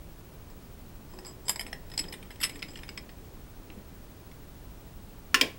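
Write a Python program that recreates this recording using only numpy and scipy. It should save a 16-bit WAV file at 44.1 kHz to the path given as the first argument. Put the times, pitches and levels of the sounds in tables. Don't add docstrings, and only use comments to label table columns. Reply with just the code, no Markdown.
import sys
import numpy as np
from scipy import signal
from scipy.fft import rfft, irfft
from scipy.io import wavfile

SR = 44100
rng = np.random.default_rng(int(sys.argv[2]) if len(sys.argv) > 2 else 0)


def bounce(signal):
    frames = np.transpose(np.atleast_2d(signal))
    limited = np.clip(frames, -1, 1)
    pcm = np.round(limited * 32767).astype(np.int16)
    wavfile.write(sys.argv[1], SR, pcm)


N = 246078
SPAN = int(0.3 * SR)


def from_db(db):
    return 10 ** (np.asarray(db) / 20)


def rms_one(x):
    return x / np.sqrt(np.mean(x ** 2) + 1e-20)


def coloured(spectrum, size):
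    hz, db = np.transpose(spectrum)
    bins_hz = np.maximum(np.fft.rfftfreq(size, 1 / SR), 1)
    gain = from_db(np.interp(np.log(bins_hz), np.log(hz), db))
    return rms_one(irfft(rfft(rng.standard_normal(size)) * gain, size))


def dying(noise, t60_s):
    return noise * from_db(-60 * np.arange(len(noise)) / SR / t60_s)


def add(out, start_s, sound):
    i = round(start_s * SR)
    out[i:i + len(sound)] += sound[:N - i]


def contact(chatter_ms, swell_ms):
    ms = np.arange(SPAN) * 1000 / SR
    envelope = np.exp(-np.abs(ms - swell_ms) / chatter_ms)
    force = 0.2 * rng.standard_normal(SPAN) ** 3 * envelope
    force[0] = np.exp(-swell_ms / chatter_ms)
    return force / np.sqrt(np.sum(force ** 2))


def ring(force, hz, t60_s):
    radius = from_db(-60 / (max(t60_s, 0.005) * SR))
    turn = 2 * np.pi * hz / SR
    feedback = [1, -2 * radius * np.cos(turn), radius ** 2]
    return signal.lfilter([0, np.sin(turn)], feedback, force + 1e-18)


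SPLIT, PARTNER = 0.021, 0.23


def strike(force, hz, t60_s):
    ratios = 1 + SPLIT * rng.standard_normal(2)
    partners = sum(ring(force, hz * ratio, t60_s * 0.5) for ratio in ratios)
    sound = ring(force, hz, t60_s) + PARTNER * partners
    click_energy = t60_s * SR / (4 * np.log(1000))
    return sound * np.sqrt(click_energy / np.sum(sound ** 2))


def body(force, modes, scatter_db):
    sound = 0
    for hz, level_db, t60_s in modes:
        luck, sign = rng.standard_normal(2)
        sound = sound + np.sign(sign) * from_db(level_db + scatter_db * luck) * strike(force, hz, t60_s)
    return sound


def near(modes, spot_hz, fall_db, damping=1):
    return [(hz, level_db - fall_db * abs(np.log2(hz / spot_hz)), t60_s * damping)
            for hz, level_db, t60_s in modes]


# start_s, knock_db, knock_hz, low_ring_db, second_ring_db, upper_rings_db,
# grip (0 loose to 1 firm), chatter_ms
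TUBE_TOUCHES = [(0.5, -60, 1740, -56, -59, -66, 0.17, 2.5), (1.1363, -48, 1610, -54, -57, -62, .1, 2.2),
                (1.188, -40, 1860, -42.5, -53, -56.5, 0.33, 1.6),
                (1.2486, -44, 1700, -42.5, -54, -60, 0, 2.3), (1.2574, -51, 1650, -43, -49, -58, 0.03, 5.2),
                (1.2656, -41, 1730, -45, -39.5, -58, .15, 4.3),
                (1.2774, -51, 1600, -43, -43.5, -64, 0.23, 2.5), (1.2889, -49, 2860, -48, -50, -64, 0.1, 3),
                (1.3094, -59, 1690, -53, -54, -66, 0.15, 2.5), (1.455, -58, 1600, -54, -48, -64, 0, 2.5),
                (1.4654, -50, 1600, -48, -45, -59, .15, 3.8),
                (1.4816, -23, 3130, -28.5, -31, -38, 0.16, 2.8),
                (1.4937, -18, 3120, -24.5, -18.5, -31, 0.07, 2.8),
                (1.5024, -27.5, 3250, -36, -39, -38, .35, 3.3), (1.559, -29, 2090, -34, -36, -49, .25, 1.9),
                (1.5943, -24.5, 2200, -31.5, -37.5, -39.5, 0.06, .9),
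                (1.6093, -25.5, 1830, -34, -37.5, -43.5, 0.37, 1.5),
                (1.6651, -35, 2050, -43, -45, -51, .45, 2.1), (1.6794, -40, 2100, -54, -56, -63, .45, 1.8),
                (1.729, -25, 2460, -33, -45, -51, 0.67, 1.6), (1.9001, -45, 1600, -50, -57, -60, .45, 2.1),
                (1.9165, -35.5, 1900, -44, -53, -61, 0.33, 2.3),
                (1.9375, -36, 2290, -39, -52, -60, 0.26, 2.9),
                (1.9772, -23, 4200, -23.5, -29.5, -54, .1, 2),
                (1.9884, -28, 4230, -26.5, -31, -44, 0.24, 6.1),
                (1.9924, -24.5, 2780, -23.5, -27.5, -43, 0.37, 1.5),
                (2.039, -30.5, 3100, -54, -57, -59, 0.4, 2.1), (2.0514, -43, 2330, -60, -59, -63, .3, 2.8),
                (2.0837, -41, 2130, -39, -57, -61, 0.15, 2.5), (2.1247, -29, 1970, -38, -48, -45, .4, 3.1),
                (2.1382, -29, 2300, -57, -47, -48, 0.82, 2.1), (2.2276, -35.5, 3120, -72, -52, -55, .95, 1),
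                (2.3046, -33.5, 1850, -50, -57, -59, .3, 4.8),
                (2.3124, -40, 1920, -55, -53, -62, 0.35, 5.5), (2.358, -40.5, 2730, -55, -53, -67, .7, 1.9),
                (2.402, -30.5, 1980, -42, -43, -49, 0.3, 4.7), (2.4119, -22, 2240, -39, -36, -38, 0.2, 6.6),
                (2.4285, -21.5, 3230, -33, -36, -39, 0.4, 4.1),
                (2.4338, -19.5, 3850, -21, -31, -28, 0.28, 2.4),
                (2.4392, -16, 3340, -21.5, -26, -37, 0.44, 1.9),
                (2.4473, -19, 2500, -48, -43, -45, .6, 1.5), (2.4942, -25, 2360, -42, -43, -46.5, 0.3, 2.1),
                (2.5568, -35.5, 2130, -60, -65, -54, .2, 3.1),
                (2.5914, -39, 2140, -46, -53, -60, 0.26, 3.8), (2.6214, -29, 3120, -44, -64, -66, 0.3, 2.9),
                (2.6259, -22.5, 2220, -36.5, -63, -50.5, 0.19, 1.6),
                (2.6835, -38, 2040, -45, -53, -62, 0.05, 6.4), (2.7044, -48, 2120, -49, -52, -66, .2, 3.2),
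                (2.7352, -47, 3190, -55, -59, -66, .3, 1.9), (2.7561, -29.5, 2120, -55, -53, -64, .2, 1.9),
                (2.7724, -35.5, 2570, -45, -59, -58, 0.37, 3.6),
                (2.7901, -37, 2260, -57, -69, -67, .25, 2.3), (2.833, -31.5, 2120, -48, -66, -59, 0.3, 1.2),
                (2.8804, -40, 2460, -55, -60, -66, 0.2, 2.3),
                (2.89, -29.5, 2170, -36.5, -46.5, -62, 0.2, 2.2),
                (2.9753, -25.5, 2230, -36, -42.5, -56, 0.32, 2.2),
                (3.0909, -37.5, 1910, -55, -71, -69, 0.36, 2.9),
                (3.7005, -37.5, 4350, -58, -69, -66, .6, 1.6), (4.3141, -41, 2420, -60, -71, -64, .7, 4.1)]
# pitch_hz, level_db, t60_s
JAW_MODES = [(1763, -5.5, 0.043), (1900, 2, 0.025), (2142, -6.5, 0.039), (2310, -18, 0.024),
             (2750, -15.5, 0.019), (3120, 0, 0.029), (3160, -11, 0.038), (3590, -1, 0.011),
             (3900, -12, 0.022), (4160, -3, 0.017), (4630, -22, 0.021), (5260, -2, 0.026),
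             (6150, -28, 0.022), (6760, -19, 0.024)]
# pitch_hz, level_db, t60_s
CHUCK_MODES = [(636, -11, 0.054), (805, -6.5, 0.038), (980, -2, 0.024), (1150, -8, 0.015),
               (1323, -14, 0.023)]
# pitch_hz, level_db, t60_s
TUBE_UPPER_MODES = [(8920, -4, 0.14), (9750, -5.5, 0.087), (10090, -2, 0.13), (11000, -1.5, .04),
                    (11270, -4, 0.12), (12940, 2.5, 0.11), (14100, -34, 0.034)]
# pitch_hz, level_db (per Hz)
RATTLE_SPECTRUM = [(300, -14), (600, -16), (1000, -4.5), (1500, -4.5), (2200, 5.5), (3200, 1), (4500, -6.5),
                   (7000, -17.5), (12000, -25)]
# pitch_hz, level_db (per Hz)
TICK_SPECTRUM = [(3000, -15), (6500, -6), (8500, 9), (11000, -5), (14000, -9), (16000, -18)]
RATTLE_DB, RATTLE_T60_S, RATTLE_TAIL_DB, RATTLE_TAIL_T60_S = -9, 0.025, -24.5, 0.12
SWELL_MS, TICK_DB, TICK_T60_S = 0.65, -5, 0.1
JAWS_DB, JAWS_FALL_DB, UPPER_FALL_DB = -9.5, 22.5, 21
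LOW_RING_HZ, SECOND_RING_HZ, RING_T60_S = (4960, 5480), (7560, 8550), (0.073, 0.017)
FREE_T60_S = 0.1
UPPER_SPOT_HZ = (9500, 11800)
CLOSING_S, CHUCK_DB = (1.3, 3.05), (-19.5, -43)
CHUCK_FOLLOWS = 0.56


def touches():
    out = np.zeros(N)
    for start_s, knock_db, knock_hz, low_db, second_db, upper_db, grip, chatter_ms in TUBE_TOUCHES:
        low_hz = np.interp(grip, [0, 1], LOW_RING_HZ)
        second_hz = np.interp(grip, [0, 1], SECOND_RING_HZ)
        ring_t60_s = np.interp(grip, [0, 1], RING_T60_S)
        force = contact(chatter_ms, SWELL_MS)

        rattle = from_db(RATTLE_DB) * dying(coloured(RATTLE_SPECTRUM, SPAN), RATTLE_T60_S)
        rattle += from_db(RATTLE_TAIL_DB) * dying(coloured(RATTLE_SPECTRUM, SPAN), RATTLE_TAIL_T60_S)
        tick = from_db(upper_db + TICK_DB) * dying(coloured(TICK_SPECTRUM, SPAN), TICK_T60_S)
        sound = signal.fftconvolve(force, from_db(knock_db) * rattle + tick)[:SPAN]

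        jaws = near(JAW_MODES, knock_hz, JAWS_FALL_DB)
        sound += from_db(knock_db + JAWS_DB) * body(force, jaws, scatter_db=0)
        chuck_db = np.interp(start_s, CLOSING_S, CHUCK_DB) + CHUCK_FOLLOWS * knock_db
        sound += from_db(chuck_db) * body(force, CHUCK_MODES, scatter_db=0.5)

        sound += from_db(low_db) * strike(force, low_hz, ring_t60_s)
        sound += from_db(second_db) * strike(force, second_hz, ring_t60_s)
        spot_hz = rng.uniform(*UPPER_SPOT_HZ)
        upper = near(TUBE_UPPER_MODES, spot_hz, UPPER_FALL_DB, damping=ring_t60_s / FREE_T60_S)
        sound += from_db(upper_db) * body(force, upper, scatter_db=3)
        add(out, start_s, sound)
    return out


# time_s, tube_singing_db, scroll_grind_db, low_scrape_db
SLIDE_LEVELS = [(1.05, -75, -78, -70), (1.23, -72, -69, -55.5), (1.36, -78, -80, -63),
                (1.55, -63, -71, -61), (1.74, -84, -76, -52), (1.95, -68, -71, -61.5),
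                (2.08, -66, -67, -51), (2.38, -82, -69, -62.5), (2.55, -58, -65, -54),
                (2.63, -69, -65, -55.5), (2.71, -58, -68, -54), (2.87, -77, -71, -59), (3.1, -78, -76, -59),
                (3.5, -82, -85, -70), (3.74, -86, -72, -54.5), (4.1, -84, -79, -76)]
# pitch_hz, level_db, t60_s
SINGING_MODES = [(5100, -2.5, 0.079), (7630, -2.5, 0.051)]


def slide():
    time_s, *columns = np.transpose(SLIDE_LEVELS)
    t = np.arange(N) / SR
    singing, grind, scrape = [from_db(np.interp(t, time_s, column, -120, -120)) for column in columns]

    wander = np.interp(np.arange(N), np.linspace(0, N, 300), rng.standard_normal(300))
    chance = 600 / SR * from_db(6.0 * wander)
    slips = rng.standard_normal(N) * (rng.random(N) < chance)

    sung = sum(from_db(level_db) * rms_one(ring(slips, hz, t60_s)) for hz, level_db, t60_s in SINGING_MODES)
    ground = rms_one(body(slips, JAW_MODES, scatter_db=0))
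    low_band = signal.butter(2, [150, 480], "band", fs=SR, output="sos")
    scraped = rms_one(signal.sosfilt(low_band, rng.standard_normal(N)))
    return singing * sung + grind * ground + scrape * scraped


# start_s, level_db, chatter_ms, bench_thud_db, free_ringing_ms
KEY_LANDINGS = [(5.3435, -8, 3.8, -36, 17), (5.4117, -9, 2.6, -28.5, 6.4)]
# pitch_hz, first_landing_db, second_landing_db, t60_s
TRAY_MODES = [(275, -17, -14.5, 0.19), (476, -33, -17.5, 0.19), (1046, -13, -31, 0.11),
              (1090, -12.5, -13, 0.077), (1350, -3, -32, 0.042), (1510, -11, -17, 0.03),
              (1740, 6, -3, 0.038), (1810, -6, 2, 0.034), (1894, 0.5, 2, 0.021), (2350, -27, 1, 0.03),
              (2660, -27, -27, 0.092), (2810, -10, -20, 0.22), (2923, -8, -4, 0.052), (3180, -16, 2, 0.044),
              (3360, -16, -4.5, 0.06), (4160, -14, -23, 0.056), (4480, -9, -12, 0.043),
              (4900, -4, 0, 0.023), (5120, -26, 1.5, 0.021), (5390, -5.5, -10, 0.035),
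              (6050, -10, -14, .04), (6680, -8, -25, 0.03)]
# pitch_hz, level_db (per Hz)
CLATTER_SPECTRUM = [(400, -20), (700, -17), (1200, -12), (1770, -4), (2630, 3), (3280, -2), (3940, -8),
                    (4990, -6), (7110, -12), (16000, -18.5)]
CRACK_DB, CRACK_T60_S, CLATTER_DB, CLATTER_T60_S = -7, 0.055, -26.5, 0.3
REST_DB, REST_MS = -4, 1.6
THUD_BAND_HZ, THUD_RISE_S, THUD_T60_S = [215, 580], 0.0089, 0.24


def clunks():
    out, t = np.zeros(N), np.arange(SPAN) / SR
    bench = signal.butter(2, THUD_BAND_HZ, "band", fs=SR, output="sos")
    for landing, (start_s, level_db, chatter_ms, thud_db, free_ms) in enumerate(KEY_LANDINGS):
        modes = [(hz, (first_db, second_db)[landing], t60_s) for hz, first_db, second_db, t60_s in TRAY_MODES]
        sound = from_db(-6.5) * body(contact(chatter_ms, swell_ms=1.3), modes, scatter_db=1.0)
        sound += from_db(CRACK_DB) * dying(coloured(CLATTER_SPECTRUM, SPAN), CRACK_T60_S)
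        sound *= from_db(REST_DB * np.clip((1000 * t - free_ms) / REST_MS, 0, 1))
        sound += from_db(CLATTER_DB) * dying(coloured(CLATTER_SPECTRUM, SPAN), CLATTER_T60_S)

        rise = 1 - np.exp(-(t / THUD_RISE_S) ** 2)
        thud = rms_one(signal.sosfilt(bench, rng.standard_normal(SPAN))) * rise
        add(out, start_s, from_db(level_db) * sound + from_db(thud_db) * dying(thud, THUD_T60_S))
    return out


# start_s, pitch_hz, level_db, t60_s
THUMPS_AND_HUM = [(1.14, 368, -47.5, 1.4), (2.0, 305, -41, .25), (2.545, 290, -42, .25),
                  (3.77, 205, -39, .2), (1.65, 290, -46, .2), (2.04, 180, -42, .25), (2.41, 300, -46, .2),
                  (3.70, 310, -46, .15), (3.75, 400, -47, .12), (4.67, 55, -38, .3)]


def thumps_and_hum():
    out = np.zeros(N)
    push = np.pad(np.hanning(60) / 30, (0, 3 * SPAN))
    for start_s, hz, level_db, t60_s in THUMPS_AND_HUM:
        add(out, start_s, from_db(level_db) * ring(push, hz, t60_s))
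    return out


ROOM_DB, ROOM_T60_S, ROOM_TREBLE_T60_S, WALL_CUT_HZ, ROOM_GAP_S = -12.5, 0.27, 0.15, 2840, 0.006


def workshop(x):
    noise = rng.standard_normal((2, SPAN))
    dull = signal.sosfilt(signal.butter(2, WALL_CUT_HZ, fs=SR, output="sos"), noise[0])
    echoes = dying(dull, ROOM_T60_S) + dying(noise[1], ROOM_TREBLE_T60_S)
    echoes /= np.sqrt(np.sum(echoes ** 2))
    echoes = np.pad(echoes, (int(ROOM_GAP_S * SR), 0))
    return from_db(ROOM_DB) * signal.fftconvolve(x, echoes)[:N]


# pitch_hz, level_db (per Hz)
FLOOR_SPECTRUM = [(9, -31), (15, -0.5), (43, -4), (188, -12.5), (423, -19.5), (518, -22.5), (900, -26.5),
                  (1920, -33.5), (4500, -38), (11600, -41.5), (15100, -42.5), (15600, -34), (15800, -42),
                  (16000, -66)]


def rumble_and_hiss():
    return from_db(-47) * coloured(FLOOR_SPECTRUM, N)


TONE_HZ, BEAT_HZ, BEAT_PEAK_S = 15734.3, 13.0, 0.035
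TONE_DB, SECOND_TONE_DB = -63, -4


def high_tones():
    turn = 2 * np.pi * (np.arange(N) / SR - BEAT_PEAK_S)
    first = np.sin(TONE_HZ * turn)
    second = from_db(SECOND_TONE_DB) * np.sin((TONE_HZ + BEAT_HZ) * turn)
    return from_db(TONE_DB) * np.sqrt(2) * (first + second)


def scene():
    lathe = touches() + slide() + clunks() + thumps_and_hum()
    background = rumble_and_hiss() + high_tones()
    return (lathe + workshop(lathe) + background)[None]


TOP, CUTOFF_HZ = 0.75, 17150


def record(dry):
    rounded = TOP * np.tanh(dry / TOP)
    cut = signal.cheby2(16, 75, CUTOFF_HZ, fs=SR, output="sos")
    return signal.sosfilt(cut, rounded)


dry = scene()
out = record(dry)
bounce(out)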